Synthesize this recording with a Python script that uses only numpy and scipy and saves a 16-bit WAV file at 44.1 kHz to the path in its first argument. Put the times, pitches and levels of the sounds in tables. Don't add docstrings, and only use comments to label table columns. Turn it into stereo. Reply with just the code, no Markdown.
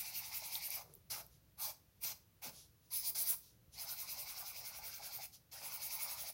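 import sys
import numpy as np
from scipy import signal
from scipy.fft import rfft, irfft, next_fast_len
from scipy.io import wavfile
from scipy.ndimage import uniform_filter1d, map_coordinates

SR = 44100
rng = np.random.default_rng(int(sys.argv[2]) if len(sys.argv) > 2 else 0)


def store_pcm(level_fs):
    pcm = np.round(np.clip(level_fs, -1, 1) * 32767).astype(np.int16)
    wavfile.write(sys.argv[1], SR, np.atleast_2d(pcm).T)


N = 279329
CONTROL_STEP = 32


def amp(db):
    return 10 ** (np.asarray(db) / 20)


def unit(x):
    return x / np.sqrt(np.mean(x ** 2) + 1e-20)


def along(points, hz):
    f, v = np.transpose(points)
    return np.interp(np.log(hz + 1), np.log(f + 1), v)


def control_times():
    return np.arange(0, N, CONTROL_STEP) / SR


def per_sample(t, curve):
    return np.interp(np.arange(N) / SR, t, curve)


def wobble(rate):
    knots = rng.standard_normal(int(N * rate / SR) + 4)
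    return map_coordinates(knots, [np.arange(N) * rate / SR])


def patches(shape, size):
    over_frequency = uniform_filter1d(rng.standard_normal(shape), size[0], 0)
    return unit(uniform_filter1d(over_frequency, size[1], 1))


def filtered(x, response):
    m = next_fast_len(N + SR // 4)
    return irfft(rfft(x, m) * response(np.fft.rfftfreq(m, 1 / SR)), m)[..., :N]


def steady(spectrum, side_db):
    mid, side = filtered(rng.standard_normal((2, N)), lambda hz: amp(along(spectrum, hz)))
    side = amp(side_db) * side
    return unit(np.array([mid + side, mid - side]))


# (frequency [Hz], level [dB])
RUMBLE = [(15, -31), (25, -18.5), (57, 0.5), (92, -2.5), (121, -0.5), (177, -6.5), (242, -17), (399, -21.5),
          (500, -16.5), (650, -26), (1100, -120)]


def rumble():
    level_db = -69.5 + 1.2 * wobble(5.03)
    return amp(level_db) * steady(RUMBLE, side_db=-6.0)


# (frequency [Hz], level [dB])
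AIR = [(150, -27), (300, -1.5), (520, -16.5), (700, -10.5), (1500, -13.5), (3000, -14.5), (6000, -15),
       (8000, -20), (10000, -17.5), (12500, -11.5), (16000, -13)]


def air():
    return amp(-71.5) * steady(AIR, side_db=-1.0)


# (frequency [Hz], time to fall 60 dB [s])
ROOM = [(200, 0.33), (1000, 0.35), (5000, 0.28), (14000, .27)]


def room(x):
    hz, t, z = signal.stft(rng.standard_normal((2, SR // 2)), SR, nperseg=256)
    decay = amp(-60 * t / along(ROOM, hz)[:, None])
    tail = signal.istft(z * decay, SR, nperseg=256)[1]
    return signal.fftconvolve(x, tail / np.linalg.norm(tail[0]), axes=1)[:, :N]


# (frequency [Hz], left minus right [dB], likeness [0-1], left lead [rad])
PORTS = [(200, 0, .66, .1), (800, 6, .8, .8), (1400, 3.8, .5, .6), (2300, -1.3, .68, .85),
         (3400, -.8, .5, .3), (4900, -8.5, .68, 2.2), (5700, -6.5, .55, 3.1), (7700, -9.5, .45, 3.3),
         (9500, -3.2, .55, .9), (11000, -4.8, .65, -1.6), (12000, -3.7, .8, -3.5), (13300, 1.5, .6, -4.9),
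         (14500, 5.2, .6, -4.5), (15500, 6.2, .65, -3.8)]


def at_ports(pair, colour_db, sway_s=1.1e-5):
    hz, t, z = signal.stft(pair, SR, nperseg=1024)
    f, side_db, alike, lead = np.transpose(PORTS)

    def read(column):
        return along(np.c_[f, column], hz)[:, None]

    delay = sway_s * patches((1, len(t)), size=(1, 7))
    phase = read(lead) + 2 * np.pi * hz[:, None] * delay
    shared = read(alike) * np.exp(-1j * phase)
    own = np.sqrt(np.maximum(1 - abs(shared) ** 2, 0))
    right = shared * z[0] + own * z[1]
    left_share = 1 / (1 + amp(-2 * read(side_db)))
    z = np.array([z[0] * np.sqrt(left_share), right * np.sqrt(1 - left_share)])
    return signal.istft(z * amp(colour_db(hz[:, None], t)), SR, nperseg=1024)[1][:, :N]


def friction(spectrum, catches, size_db, ripple_db, patchy_db, slow_hz, fast_hz, glide_db):
    happens = rng.random((2, N)) < catches / SR
    clumps = amp(size_db * wobble(900))
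    snaps = happens * rng.standard_normal((2, N)) * clumps

    def colour_db(hz, t):
        strongest = slow_hz * (fast_hz / slow_hz) ** nib_speed(t)
        octaves_away = np.log2((hz + 1) / strongest)
        glide = glide_db * np.exp(-(octaves_away / 0.36) ** 2)
        ripple = ripple_db * patches(glide.shape, size=(2, 36))
        patchy = patchy_db * patches(glide.shape, size=(14, 5))
        return along(spectrum, hz) + glide + ripple + patchy

    return unit(at_ports(snaps, colour_db))


def swell(rows, lead, rise_width, fall_width, flatness):
    top, rise, fall, db = np.transpose(rows)[:, :, None]
    t = control_times()
    lead = np.reshape(lead, (-1, 1))
    since = t - (top - lead)
    width = np.where(since < 0, rise_width * rise, fall_width * fall + lead / 2)
    hump = np.exp(-np.abs(since / np.maximum(width, 1e-3)) ** flatness)
    power = amp(2 * db) * hump
    return np.sqrt(per_sample(t, power.sum(axis=0)))


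# (frequency [Hz], level [dB])
SKIN = [(300, -14), (800, -9), (1800, -17.5), (4000, 2), (6000, 7), (8000, -5), (11000, 3), (15500, -5)]
# (time [s], nominal length [s], level [dB])
SLIDES = [(0.923, 0.08, -69.5), (1.335, 0.06, -68.5), (2.577, 0.094, -54.5), (2.866, 0.098, -72),
          (3.455, 0.09, -62.5), (3.749, 0.037, -53.5), (5.346, 0.036, -54.5)]


def slides(rise_share):
    rows = [(s, rise_share * length, (1 - rise_share) * length, db) for s, length, db in SLIDES]
    level = swell(rows, 0, rise_width=0.96, fall_width=0.86, flatness=1.9)
    brush = at_ports(rng.standard_normal((2, N)), lambda hz, t: along(SKIN, hz))
    return level * unit(brush)


# (frequency [Hz], level [dB])
PAD = [(60, -39), (130, 11.5), (250, -7.5), (420, 0.5), (650, 0), (1500, -5.5), (2200, -42), (4000, -46)]
# (time [s], relative level [dB])
PUSHES = [(0.835, -56), (0.884, -64), (1.106, -52), (1.158, -58), (1.596, -66), (2.034, -51), (2.433, -48),
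          (3.079, -55), (3.269, -59.5), (5.599, -53)]


def pushes(attack, t60, gain_db):
    s, db = np.transpose(PUSHES)[:, :, None]
    t = control_times()
    age = np.maximum(t - s, 0)
    build = (1 - np.exp(-age / attack)) ** 2
    pressure = np.sum(amp(db + gain_db - 60 * age / t60) * build, axis=0)
    rub = friction(PAD, catches=1500, size_db=2.2, ripple_db=2, patchy_db=1.2,
                   slow_hz=450, fast_hz=1400, glide_db=3)
    return per_sample(t, pressure) * rub


def bursts(rows, attack, t60, breadth, gain_db):
    out, t = np.zeros((2, N + SR)), np.arange(SR // 4) / SR
    hz = np.fft.rfftfreq(len(t), 1 / SR)
    shape = (1 - np.exp(-t / attack)) * amp(-60 * t / t60)
    for s, db, pitch in rows:
        damping = 1j * hz * breadth * pitch
        ring = damping / (pitch ** 2 - hz ** 2 + damping)
        noise = shape * rng.standard_normal((2, len(t)))
        burst = irfft(rfft(noise) * ring ** 2, len(t))
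        start = round(s * SR)
        out[:, start:start + len(t)] += amp(db + gain_db) * burst / np.abs(burst).max()
    return out[:, :N]


# (time [s], relative level [dB], pitch [Hz])
JUDDERS = [(0.049, -51, 784), (0.415, -47.5, 620), (0.769, -44.5, 733), (0.838, -49, 463),
           (0.862, -67, 477), (0.894, -51, 412), (0.955, -56.5, 368), (1.205, -53, 660), (2.452, -50, 239),
           (3.848, -45.5, 760), (4.424, -42, 810), (4.781, -43, 810), (4.993, -40, 784),
           (5.185, -41.5, 800), (6.233, -43.5, 740)]


def judders():
    slips = bursts(JUDDERS, attack=0.0037, t60=.1, breadth=0.25, gain_db=-3.5)
    return at_ports(slips, lambda hz, t: 0)


# (time [s], relative level [dB], pitch [Hz])
TICKS = [(0.5535, -31.5, 3900), (0.7043, -25, 11900), (0.9382, -41, 10800), (0.952, -41, 14900),
         (1.265, -42, 14030)]


def ticks():
    return bursts(TICKS, attack=0.00038, t60=0.0076, breadth=0.32, gain_db=4.5)


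# (time of top speed [s], strength [dB])
SCRIBBLES = [(0.0, -38.5), (0.083, -43.5), (0.179, -40), (0.269, -45.5), (0.366, -39.5), (0.463, -43),
             (0.555, -39.5), (0.657, -41.5), (0.747, -41.5), (0.803, -56), (3.822, -42.5), (3.915, -41.5),
             (4.016, -42), (4.116, -42.5), (4.208, -42.5), (4.308, -44), (4.397, -44), (4.49, -46.5),
             (4.588, -47.5), (4.68, -46.5), (4.774, -49), (4.875, -45.5), (4.96, -48), (5.064, -45.5),
             (5.157, -45), (5.249, -45.5), (5.541, -50.5), (5.605, -56.5), (5.668, -43.5), (5.749, -44),
             (5.85, -39), (5.942, -39.5), (6.033, -38.5), (6.119, -41), (6.213, -42), (6.296, -44.5)]
# (time of top speed [s], rise [s], fall [s], strength [dB], drag lead [s])
LINES = [(1.118, 0.016, 0.036, -38.5, -0.002), (1.186, 0.03, 0.039, -48, 0.022),
         (1.631, 0.034, 0.039, -37.5, -0.012), (1.695, 0.028, 0.029, -48, 0.0032),
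         (2.036, 0.0025, 0.013, -30.5, -0.0024), (2.05, 0.06, 0.033, -37.5, -0.026),
         (2.097, 0.029, 0.042, -45, -0.011), (2.447, 0.027, 0.055, -46, -0.006),
         (2.958, 0.032, 0.042, -34.5, 0.003), (3.083, 0.029, 0.038, -35, 0.022),
         (3.157, 0.004, 0.01, -39, 0.0015), (3.206, 0.038, 0.03, -32.5, 0.0099),
         (3.304, 0.028, 0.034, -30.5, 0.021)]


def strokes():
    rise_s, fall_s, lead_s = 0.029, 0.028, 0.019
    return np.array([(s, rise_s, fall_s, db, lead_s) for s, db in SCRIBBLES] + LINES)


def nib_speed(t):
    top, rise, fall = strokes().T[:3, :, None]
    place = (t - top) / np.maximum(np.where(t < top, rise, fall), 1e-3)
    return np.exp(-(place / 0.91) ** 2).max(axis=0)


# (touch-down [s], settling [s], lift [s], rasp [dB], sheet buzz [dB], board [dB],
#  hiss left minus right [dB])
CONTACTS = [(-0.1, 0.01, 0.825, -47, -54.5, -58.5, 0), (1.098, 0.0027, 1.212, -46, -56, -54.5, 2.5),
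            (1.567, 0.017, 1.716, -45, -61, -55, 1), (2.001, 0.028, 2.122, -45, -55, -57.5, 2),
            (2.414, 0.0083, 2.495, -47, -54, -53.5, 2.5), (2.897, 0.013, 3.103, -47.5, -62.5, -62.5, 0.5),
            (3.146, 0.0018, 3.345, -48, -62, -58.5, 2), (3.712, 0.024, 5.255, -47.5, -58, -58, 2.5),
            (5.51, 0.01, 6.302, -47.5, -57, -55, 1.5)]
LIFT_S = 0.011
BITE_DB, BITE_S = 9, 0.017
SWING_DB, SWING_S = -8.5, 0.029


def touch():
    down, settle, lift, rasp_db, buzz_db, board_db, side_db = np.transpose(CONTACTS)[:, :, None]
    t = control_times()
    age = np.maximum(t - down, 0)
    landing = (1 - np.exp(-age / settle)) ** 2
    on = landing * np.exp(-np.maximum(t - lift, 0) / LIFT_S)
    bite_db = BITE_DB * np.exp(-age / BITE_S)
    lean_db = side_db + SWING_DB * np.exp(-age / SWING_S)
    values = (1, amp(rasp_db + bite_db), amp(buzz_db), amp(board_db), lean_db)
    return [per_sample(t, (on * v).sum(axis=0)) for v in values]


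# (frequency [Hz], level [dB])
HISS = [(5330, -33), (8200, -13), (9500, -9.5), (10800, -7), (12000, -2), (13100, -4.5), (14600, -5),
        (15600, -0.5), (18000, -34)]
# (frequency [Hz], level [dB])
RASP = [(2080, -42), (3200, -13.5), (4200, -4.5), (5000, 1), (5600, -2), (6400, -4), (7200, -12.5),
        (8000, -11), (10500, -36)]
# (frequency [Hz], level [dB])
SHEET = [(1500, -29.5), (1850, -12.5), (2100, -1), (2350, 0), (2700, -4), (3100, -12), (3800, -13.5)]
# (frequency [Hz], level [dB])
BOARD = [(260, -27), (400, -19), (600, -4.5), (780, 1.5), (1100, -4), (1400, -6.5), (1750, -13),
         (2400, -19), (3400, -18), (4500, -14)]
USUAL_DB = -44.5
DRAG_GROWS, BOARD_GROWS = 0.48, 0.11


def marker():
    on, rasp_gain, buzz_gain, board_gain, side_db = touch()
    top, rise, fall, db, lead = strokes().T
    runs = np.c_[top, rise, fall, db]
    pulls = np.c_[top, rise, fall, DRAG_GROWS * (db - USUAL_DB)]
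    presses = np.c_[top, rise, fall, BOARD_GROWS * (db - USUAL_DB)]

    lean = amp(np.array([side_db, -side_db]) / 2)
    speed = on * lean * swell(runs, 0, rise_width=0.81, fall_width=0.74, flatness=1.84)
    drag = rasp_gain * swell(pulls, lead, rise_width=0.72, fall_width=0.78, flatness=1.5)
    flutter = buzz_gain * swell(pulls, lead / 2, rise_width=1.37, fall_width=1.05, flatness=2.95)
    contact = board_gain * swell(presses, 0, rise_width=1.9, fall_width=1.5, flatness=2.6)

    hiss = amp(0.96) * speed * friction(HISS, catches=20000, size_db=0.84, ripple_db=2.0, patchy_db=2.5,
                                        slow_hz=14100, fast_hz=10700, glide_db=1.0)
    rasp = drag * friction(RASP, catches=14000, size_db=0.5, ripple_db=1.75, patchy_db=1.5,
                           slow_hz=4700, fast_hz=7340, glide_db=3.5)
    buzz = flutter * friction(SHEET, catches=9000, size_db=1.2, ripple_db=1, patchy_db=1.8,
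                              slow_hz=1900, fast_hz=3700, glide_db=3.5)
    board = contact * friction(BOARD, catches=8000, size_db=-0.2, ripple_db=2.5, patchy_db=3.0,
                               slow_hz=740, fast_hz=3270, glide_db=3.5)
    return hiss + rasp + buzz + board


def scene():
    background = rumble() + air()
    hand = slides(rise_share=0.4) + pushes(attack=0.022, t60=0.29, gain_db=0.0)
    desk = hand + judders() + ticks() + marker()
    return background + desk + amp(-9.5) * room(desk)


def record(dry):
    return filtered(dry, lambda hz: hz < 15950)


dry = scene()
out = record(dry)
store_pcm(out)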